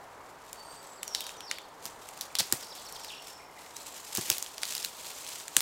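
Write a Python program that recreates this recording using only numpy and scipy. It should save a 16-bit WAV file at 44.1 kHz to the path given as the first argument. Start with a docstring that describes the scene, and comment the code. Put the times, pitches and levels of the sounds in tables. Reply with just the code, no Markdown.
"""A far road hums in a bare wood as a person shifts and crouches beside a small dog, some metres away.
First, dry leaves crackle under boots and paws, twigs snap, and small birds whistle and sing falling notes.
Near the middle a stick splinters, soles thud on the soil and a quick run of diving bird notes echoes on.
A few chirps and whistles follow, then the heaviest steps, and the loudest snap comes just before the end.
All along, the trunks scatter each sound into faint echoes."""
import sys
import numpy as np
from scipy import signal
from scipy.fft import rfft, irfft
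from scipy.io import wavfile
from scipy.ndimage import uniform_filter1d

SR = 44100
rng = np.random.default_rng(int(sys.argv[2]) if len(sys.argv) > 2 else 0)


def int16_out(signal):
    """Quantize to a 16-bit WAV file."""
    q = np.round(np.clip(np.atleast_2d(signal).T, -1, 1) * 32767)
    wavfile.write(sys.argv[1], SR, q.astype(np.int16))


N = 247401
T = np.arange(N) / SR


def undb(db):
    """Turn decibels into a factor to multiply by."""
    return 10 ** (np.asarray(db) / 20)


def unit(x):
    """Scale a sound so that its average strength (rms) is one."""
    return x / np.sqrt(np.mean(x ** 2))


def add(track, s, sound):
    """Mix a sound into a track, starting at s seconds."""
    i = int(np.clip(s * SR, 0, N - 1))
    track[i:i + len(sound)] += sound[:N - i]


def band(x, hz, q):
    """Keep the part of a sound near one pitch; a higher q is narrower and rings longer."""
    w = 2 * np.pi * min(hz / SR, .45)
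    a = np.sin(w) / (2 * q)
    return signal.lfilter([a, 0, -a], [1 + a, -2 * np.cos(w), 1 - a], x)


def colour(x, points):
    """Make each pitch louder or softer, along a curve through rows of f/Hz, level/dB."""
    hz, db = np.transpose(points)
    f = np.maximum(np.arange(N + 1) * SR / (2 * N), 1)
    gain = undb(np.interp(np.log(f), np.log(hz), db))
    return irfft(rfft(x, 2 * N) * gain)[:N]


def wander(per_s):
    """A random curve of size about one that slides to a new value per_s times a second."""
    step = int(SR / per_s)
    stairs = np.repeat(rng.standard_normal(N // step + 1), step)
    return unit(uniform_filter1d(stairs, step)[:N])


def far_road(roar_db=-51, waver_db=0.5, fade_db_per_s=0.5, hiss_db=-62.5):
    """Distant tyres blend into a soft roar that wavers and slowly fades, with a faint steady hiss."""
    # tone of the tyres: f/Hz, level/dB (relative)
    tyre_tone = [(15, -32), (25, -16), (48, -14), (173, -13.5), (210, -14.5), (247, -12), (301, -10),
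                 (341, -12), (415, -6.5), (496, -7), (928, -3), (1800, -14.5), (2340, -21), (3960, -120)]
    # tone of the hiss: f/Hz, level/dB (relative)
    hiss_tone = [(1060, -90), (1800, -2), (2820, -3.5), (10900, -16), (14600, -17), (16000, -22)]
    swell_db = fade_db_per_s * (T.mean() - T) + waver_db * wander(5.27)
    roar = unit(colour(rng.standard_normal(N), tyre_tone)) * undb(roar_db + swell_db)
    hiss = unit(colour(rng.standard_normal(N), hiss_tone)) * undb(hiss_db)
    return roar + hiss


def trunk_echoes(x, fade_s, echo_db, centre_hz, patchy_db):
    """Trunks and ground scatter a sound into uneven echoes that fall by 60 dB in fade_s."""
    t = T[:SR]
    echoes = rng.standard_normal(SR) * undb(patchy_db * wander(400)[:SR]) * (t > .003)
    tail = band(echoes * undb(-60 * t / fade_s), centre_hz, 0.14)
    return undb(echo_db) * signal.fftconvolve(x, tail / np.linalg.norm(tail))[:N]


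def birds(gain_db=-2, flutter_db=4.0, warble_hz=47.86, warble_depth=0.048):
    """Small birds sing pure tones, made raspy by a fast wobble (rasp is its share of the pitch)."""
    # thin whistles, and at 3.06 s the lingering echo of the quick run's high held notes:
    # t/s, length/s, start f/Hz, target f/Hz, level/dB, rasp
    whistles_and_echo = [(0.525, .22, 4380, 4700, -58.5, .003), (0.61, 0.38, 8940, 7380, -58.5, 0.006),
                         (3.06, .37, 5650, 5330, -60, .022), (3.654, .4, 8680, 7200, -63, 0.0092),
                         (3.727, .1, 3250, 4500, -58.5, .01)]
    # high notes that hold, then dive: t/s, hold/s, dive/s, end f/Hz, level/dB, rasp of the dive
    dives = [(0.96, .005, 0.088, 2850, -59, 0.036), (1.056, 0.092, .1, 2800, -47, .025),
             (1.365, .1, 0.084, 2644, -50.5, 0.029), (2.61, 0.019, 0.017, 3730, -49, .06),
             (2.691, 0.019, 0.021, 3590, -49.5, .06), (2.769, 0.00505, .024, 2990, -53, .06),
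             (2.851, .018, 0.0162, 3600, -49, 0.058), (2.929, 0.022, .018, 3290, -48, 0.064),
             (3.002, .045, .1, 2300, -49, 0.15)]
    # short low chirps: t/s, level/dB
    chirps = [(2.3, -58.5), (3.39, -54.5), (3.56, -54.5)]
    out, wobble = np.zeros(N), wander(500)
    flutter = undb(flutter_db * wander(110))

    def sing(s, db, hz, rasp, swell_db=0):
        """Add one note that follows the pitches in hz, at level db plus gain_db."""
        span = slice(int(s * SR), int(s * SR) + len(hz))
        loudness = signal.windows.tukey(len(hz), .3) * flutter[span] * undb(swell_db)
        phase = 2 * np.pi * np.cumsum(hz * (1 + rasp * wobble[span])) / SR
        add(out, s, unit(loudness * np.sin(phase)) * undb(db + gain_db))

    for s, length, start_hz, target_hz, db, rasp in whistles_and_echo:
        glide = np.exp(-2.2 * np.linspace(0, 1, int(length * SR)))
        sing(s, db, target_hz + (start_hz - target_hz) * glide, rasp)
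    top_hz, sag_hz, hold_rasp = 5950, 5310, 0.0238  # the held part sinks a little before the dive
    for s, hold, dive, end_hz, db, rasp in dives:
        t = T[:int((hold + dive) * SR)]
        hz = np.exp(np.interp(t, [0, hold, hold + dive], np.log([top_hz, sag_hz, end_hz])))
        effort = np.interp(t, [hold, hold + dive * 0.707], [0, 1])  # the dive grows louder and rougher
        warble = 1 + warble_depth * effort * np.sin(2 * np.pi * warble_hz * t)
        sing(s, db, hz * warble, hold_rasp + (rasp - hold_rasp) * effort, swell_db=6 * effort)
    for s, db in chirps:
        sing(s, db, hz=np.linspace(2554, 1924, int(0.024 * SR)), rasp=0.028)
    return out


def soil_thuds(gain_db=-1, thud_s=0.0019, settle_s=0.0046, settle_db=1,
               sole_lag_s=0.008, sole_db=-3.5, sole_hz=135):
    """The heel, then the softer sole, pushes the springy soil; fallen leaves settle with a dull rumble."""
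    # heels landing: t/s, level/dB (before gain_db), f/Hz
    heels = [(1.857, -60.5, 184), (2.401, -48, 189), (2.525, -42, 253), (4.180, -41, 215),
             (4.302, -46, 293), (5.57, -50, 259)]
    soles = [(s + sole_lag_s, db + sole_db, sole_hz) for s, db, _ in heels]
    out, t = np.zeros(N), T[:SR // 15]
    for s, db, hz in heels + soles:
        push = band(np.sin(2 * np.pi * hz * t) * np.exp(-t / thud_s), hz, q=2.3)
        settle = band(rng.standard_normal(len(t)) * np.exp(-t / settle_s), hz=380, q=1.0)
        thud = unit(push) + undb(settle_db) * unit(settle)
        add(out, s, unit(thud) * undb(db + gain_db))
    return out


def foot_pressure(press_s=0.035, relax_s=0.07, rest_db=-72):
    """How hard the leaves are stirred: they give way, spring back and never lie quite still."""
    # boots and paws pressing down: t/s, hold/s, level/dB
    presses = [(0.47, .47, -65), (1.136, .15, -57.5), (1.489, .06, -64), (1.837, .03, -57),
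               (2.02, .23, -60), (2.383, .25, -55.5), (2.758, .35, -58), (3.245, 0.048, -57.5),
               (3.595, .15, -60), (3.801, .32, -55), (4.162, .18, -46), (4.414, 0.16, -59),
               (4.637, .2, -47.5), (4.977, .44, -51.5), (5.566, .04, -49)]
    power = np.full(N, undb(rest_db) ** 2)
    for s, hold, db in presses:
        fade = np.maximum(s - T, 0) / press_s + np.maximum(T - s - hold, 0) / relax_s
        power += (undb(db) * np.exp(-fade)) ** 2
    return np.sqrt(power)


def leaves(stir, gain_db=6, clicks_per_s=300, spread_db=1.5, clump_db=3.0, slide_db=-3, damp_db=-13,
           ticks_per_s=45, tick_s=0.0015, tick_db=-7, tick_spread_db=3):
    """Dry leaves buckle in clumps of tiny clicks at many pitches, and hiss as they slide on each other."""
    # tone of dry leaves: f/Hz, level/dB (relative)
    leaf_tone = [(880, -35), (1500, -10.5), (2340, -1.5), (4240, 0.5), (5830, 0), (7390, 2.5), (10600, -4),
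                 (14200, -5), (16000, -11)]
    crackle = np.zeros(N)
    clumps = undb(clump_db * wander(160))
    for hz in np.geomspace(1800, 14000, 8):
        clicks = rng.random(N) < clicks_per_s / SR
        size = undb(spread_db * np.minimum(rng.exponential(size=N), 4.5))
        crackle += band(clicks * size * rng.choice([-1, 1], N), hz, q=2.6)
    # now and then a dry leaf vein gives way with a tick
    breaks = rng.random(N) < ticks_per_s / SR
    break_size = undb(tick_spread_db * np.minimum(rng.exponential(size=N), 3))
    tick_fades = signal.lfilter([1], [1, -np.exp(-1 / (tick_s * SR))], breaks * break_size)
    ticks = undb(tick_db) * unit(tick_fades * rng.standard_normal(N))
    slide = undb(slide_db) * rng.standard_normal(N)
    rustle = unit(colour(unit(crackle) + ticks + slide, leaf_tone))
    damp_layer = unit(band(rng.standard_normal(N), hz=550, q=0.26))  # duller leaves underneath
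    return (rustle + undb(damp_db) * damp_layer) * clumps * stir * undb(gain_db)


def splintering_stick(start_s=2.3862, gap_s=0.0037, db=-12, hz=4730, knock_db=-33.5, deeper_db=4,
                      edge_db=-9.5):
    """Rows for twig_snaps: a stick cracks six times under a boot, each time deeper into the wood."""
    return [(start_s + k * gap_s, db, hz, knock_db + k * deeper_db, edge_db) for k in range(6)]


def leaf_stalks(stir, count=10, boost_db=24.5, spread_db=1.5, hz=5500, knock_db=-22, edge_db=-9.5):
    """Rows for twig_snaps: stalks break at random, more often and louder when pressed hard."""
    chance = np.sqrt(stir)
    moments = rng.choice(N, size=count, p=chance / chance.sum())
    rows = []
    for i, (strength, pitch) in zip(moments, 2 * rng.random((count, 2)) - 1):
        db = 20 * np.log10(stir[i]) + boost_db + spread_db * strength
        rows.append((T[i], db, hz * 2 ** (pitch / 2), knock_db, edge_db))
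    return rows


def twig_snaps(other_breaks, gain_db=-5.5, rise_s=0.0012, split_s=0.00063, crack_db=-3, knock_gain_db=10,
               near_db=-24, near_s=0.037, far_db=-34, far_s=0.019, patchy_db=2.5):
    """Wood fibres tear for a millisecond: a crack with a bright edge, a short ring and a lower knock."""
    # twigs breaking, before the gains: t/s, level/dB, ring f/Hz, knock level/dB, edge level/dB
    twigs = [(0.5294, -25, 8350, -34, -6), (1.0302, -18.5, 7270, -18, -5), (1.0779, -22.5, 6940, -37, -21),
             (1.148, -11, 3870, -46, -18), (1.2056, -19.5, 3400, -40, -1), (1.266, -24.5, 5760, -18, -19),
             (1.292, -26.5, 3000, -33, -17), (1.4055, -27, 3100, -34, -30), (1.5124, -13.5, 2950, -9, -29),
             (1.584, -26.5, 3100, -7, -11), (1.854, -21, 6170, -17, -4), (1.8612, -25.5, 5500, -14, 0),
             (2.0878, -28.5, 8050, -17, -8), (2.2098, -17, 4700, -49, -5), (2.2168, -27.5, 3950, -40, -17),
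             (2.3523, -13, 3580, -45, -20), (2.5239, -5.5, 7850, -21, -3), (2.924, -28, 6000, -36, -1),
             (3.046, -28.5, 4440, -10.5, 0), (3.7658, -24.5, 6500, -38, -15), (4.15, -15, 7300, -20, 0),
             (4.1719, -13.5, 6240, -30, -8), (4.3001, -4.5, 5640, -22, -1), (4.3154, -17, 2570, -21, -6),
             (4.3814, -18, 5960, -27, 2), (4.4249, -16.5, 6600, -26, -10), (4.462, -27, 3400, -13, -19),
             (4.58, -23, 5100, -14, -18), (4.6319, -13, 3840, -16, -23), (4.7504, -18, 5030, -18, -3),
             (4.8469, -14.5, 4120, -29, -4.5), (5.4802, -23, 8100, -15, -17),
             (5.5657, -0.5, 8140, -18, -13), (5.6049, -12.5, 3600, -14.5, -1)]
    out, t = np.zeros(N), T[:SR // 2]
    tear = (1 - np.exp(-(t / rise_s) ** 3)) * np.exp(-t / split_s)
    tear = tear / tear.max()
    tear_strength = np.sqrt(np.mean(tear ** 2))
    # nearby ground and the trunks send the crack back as faint, duller, uneven echoes
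    echo_fade = undb(near_db) * np.exp(-t / near_s) + undb(far_db) * np.exp(-t / far_s)
    echo_fade *= t > 2 * rise_s

    def part(x, hz, q):
        """One part of a snap, filtered twice to keep it closer to its pitch."""
        return unit(band(band(x, hz, q), hz, q))

    for s, db, ring_hz, knock_db, edge_db in twigs + other_breaks:
        noise = rng.standard_normal((4, len(t)))
        patches = undb(patchy_db * wander(430)[:len(t)])
        echoes = band(noise * echo_fade * patches, hz=4000, q=0.15)
        ring, crack, knock, edge = noise * tear + echoes
        snap = unit(unit(band(ring, ring_hz, q=3.0)) + undb(crack_db) * part(crack, hz=6000, q=0.58))
        snap += undb(knock_db + knock_gain_db) * part(knock, hz=1900, q=0.45)
        snap += undb(edge_db) * part(edge, hz=12500, q=0.58)
        add(out, s, unit(snap) * tear_strength * undb(db + gain_db))
    return out


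def scene():
    """Feet on the forest floor, birds deeper among the trees and the far road, in one channel."""
    stir = foot_pressure()
    ground = leaves(stir) + soil_thuds()
    song = birds()
    ground += trunk_echoes(ground, fade_s=0.45, echo_db=-9.5, centre_hz=2880, patchy_db=3.5)
    song += trunk_echoes(song, fade_s=0.56, echo_db=-1, centre_hz=3200, patchy_db=7.0)
    snaps = twig_snaps(splintering_stick() + leaf_stalks(stir))
    return (far_road() + song + ground + snaps)[None]


def record(dry):
    """Cut away the very highest treble."""
    top_hz = 15900
    return signal.sosfilt(signal.ellip(10, .2, 80, top_hz, fs=SR, output="sos"), dry)


dry = scene()
out = record(dry)
int16_out(out)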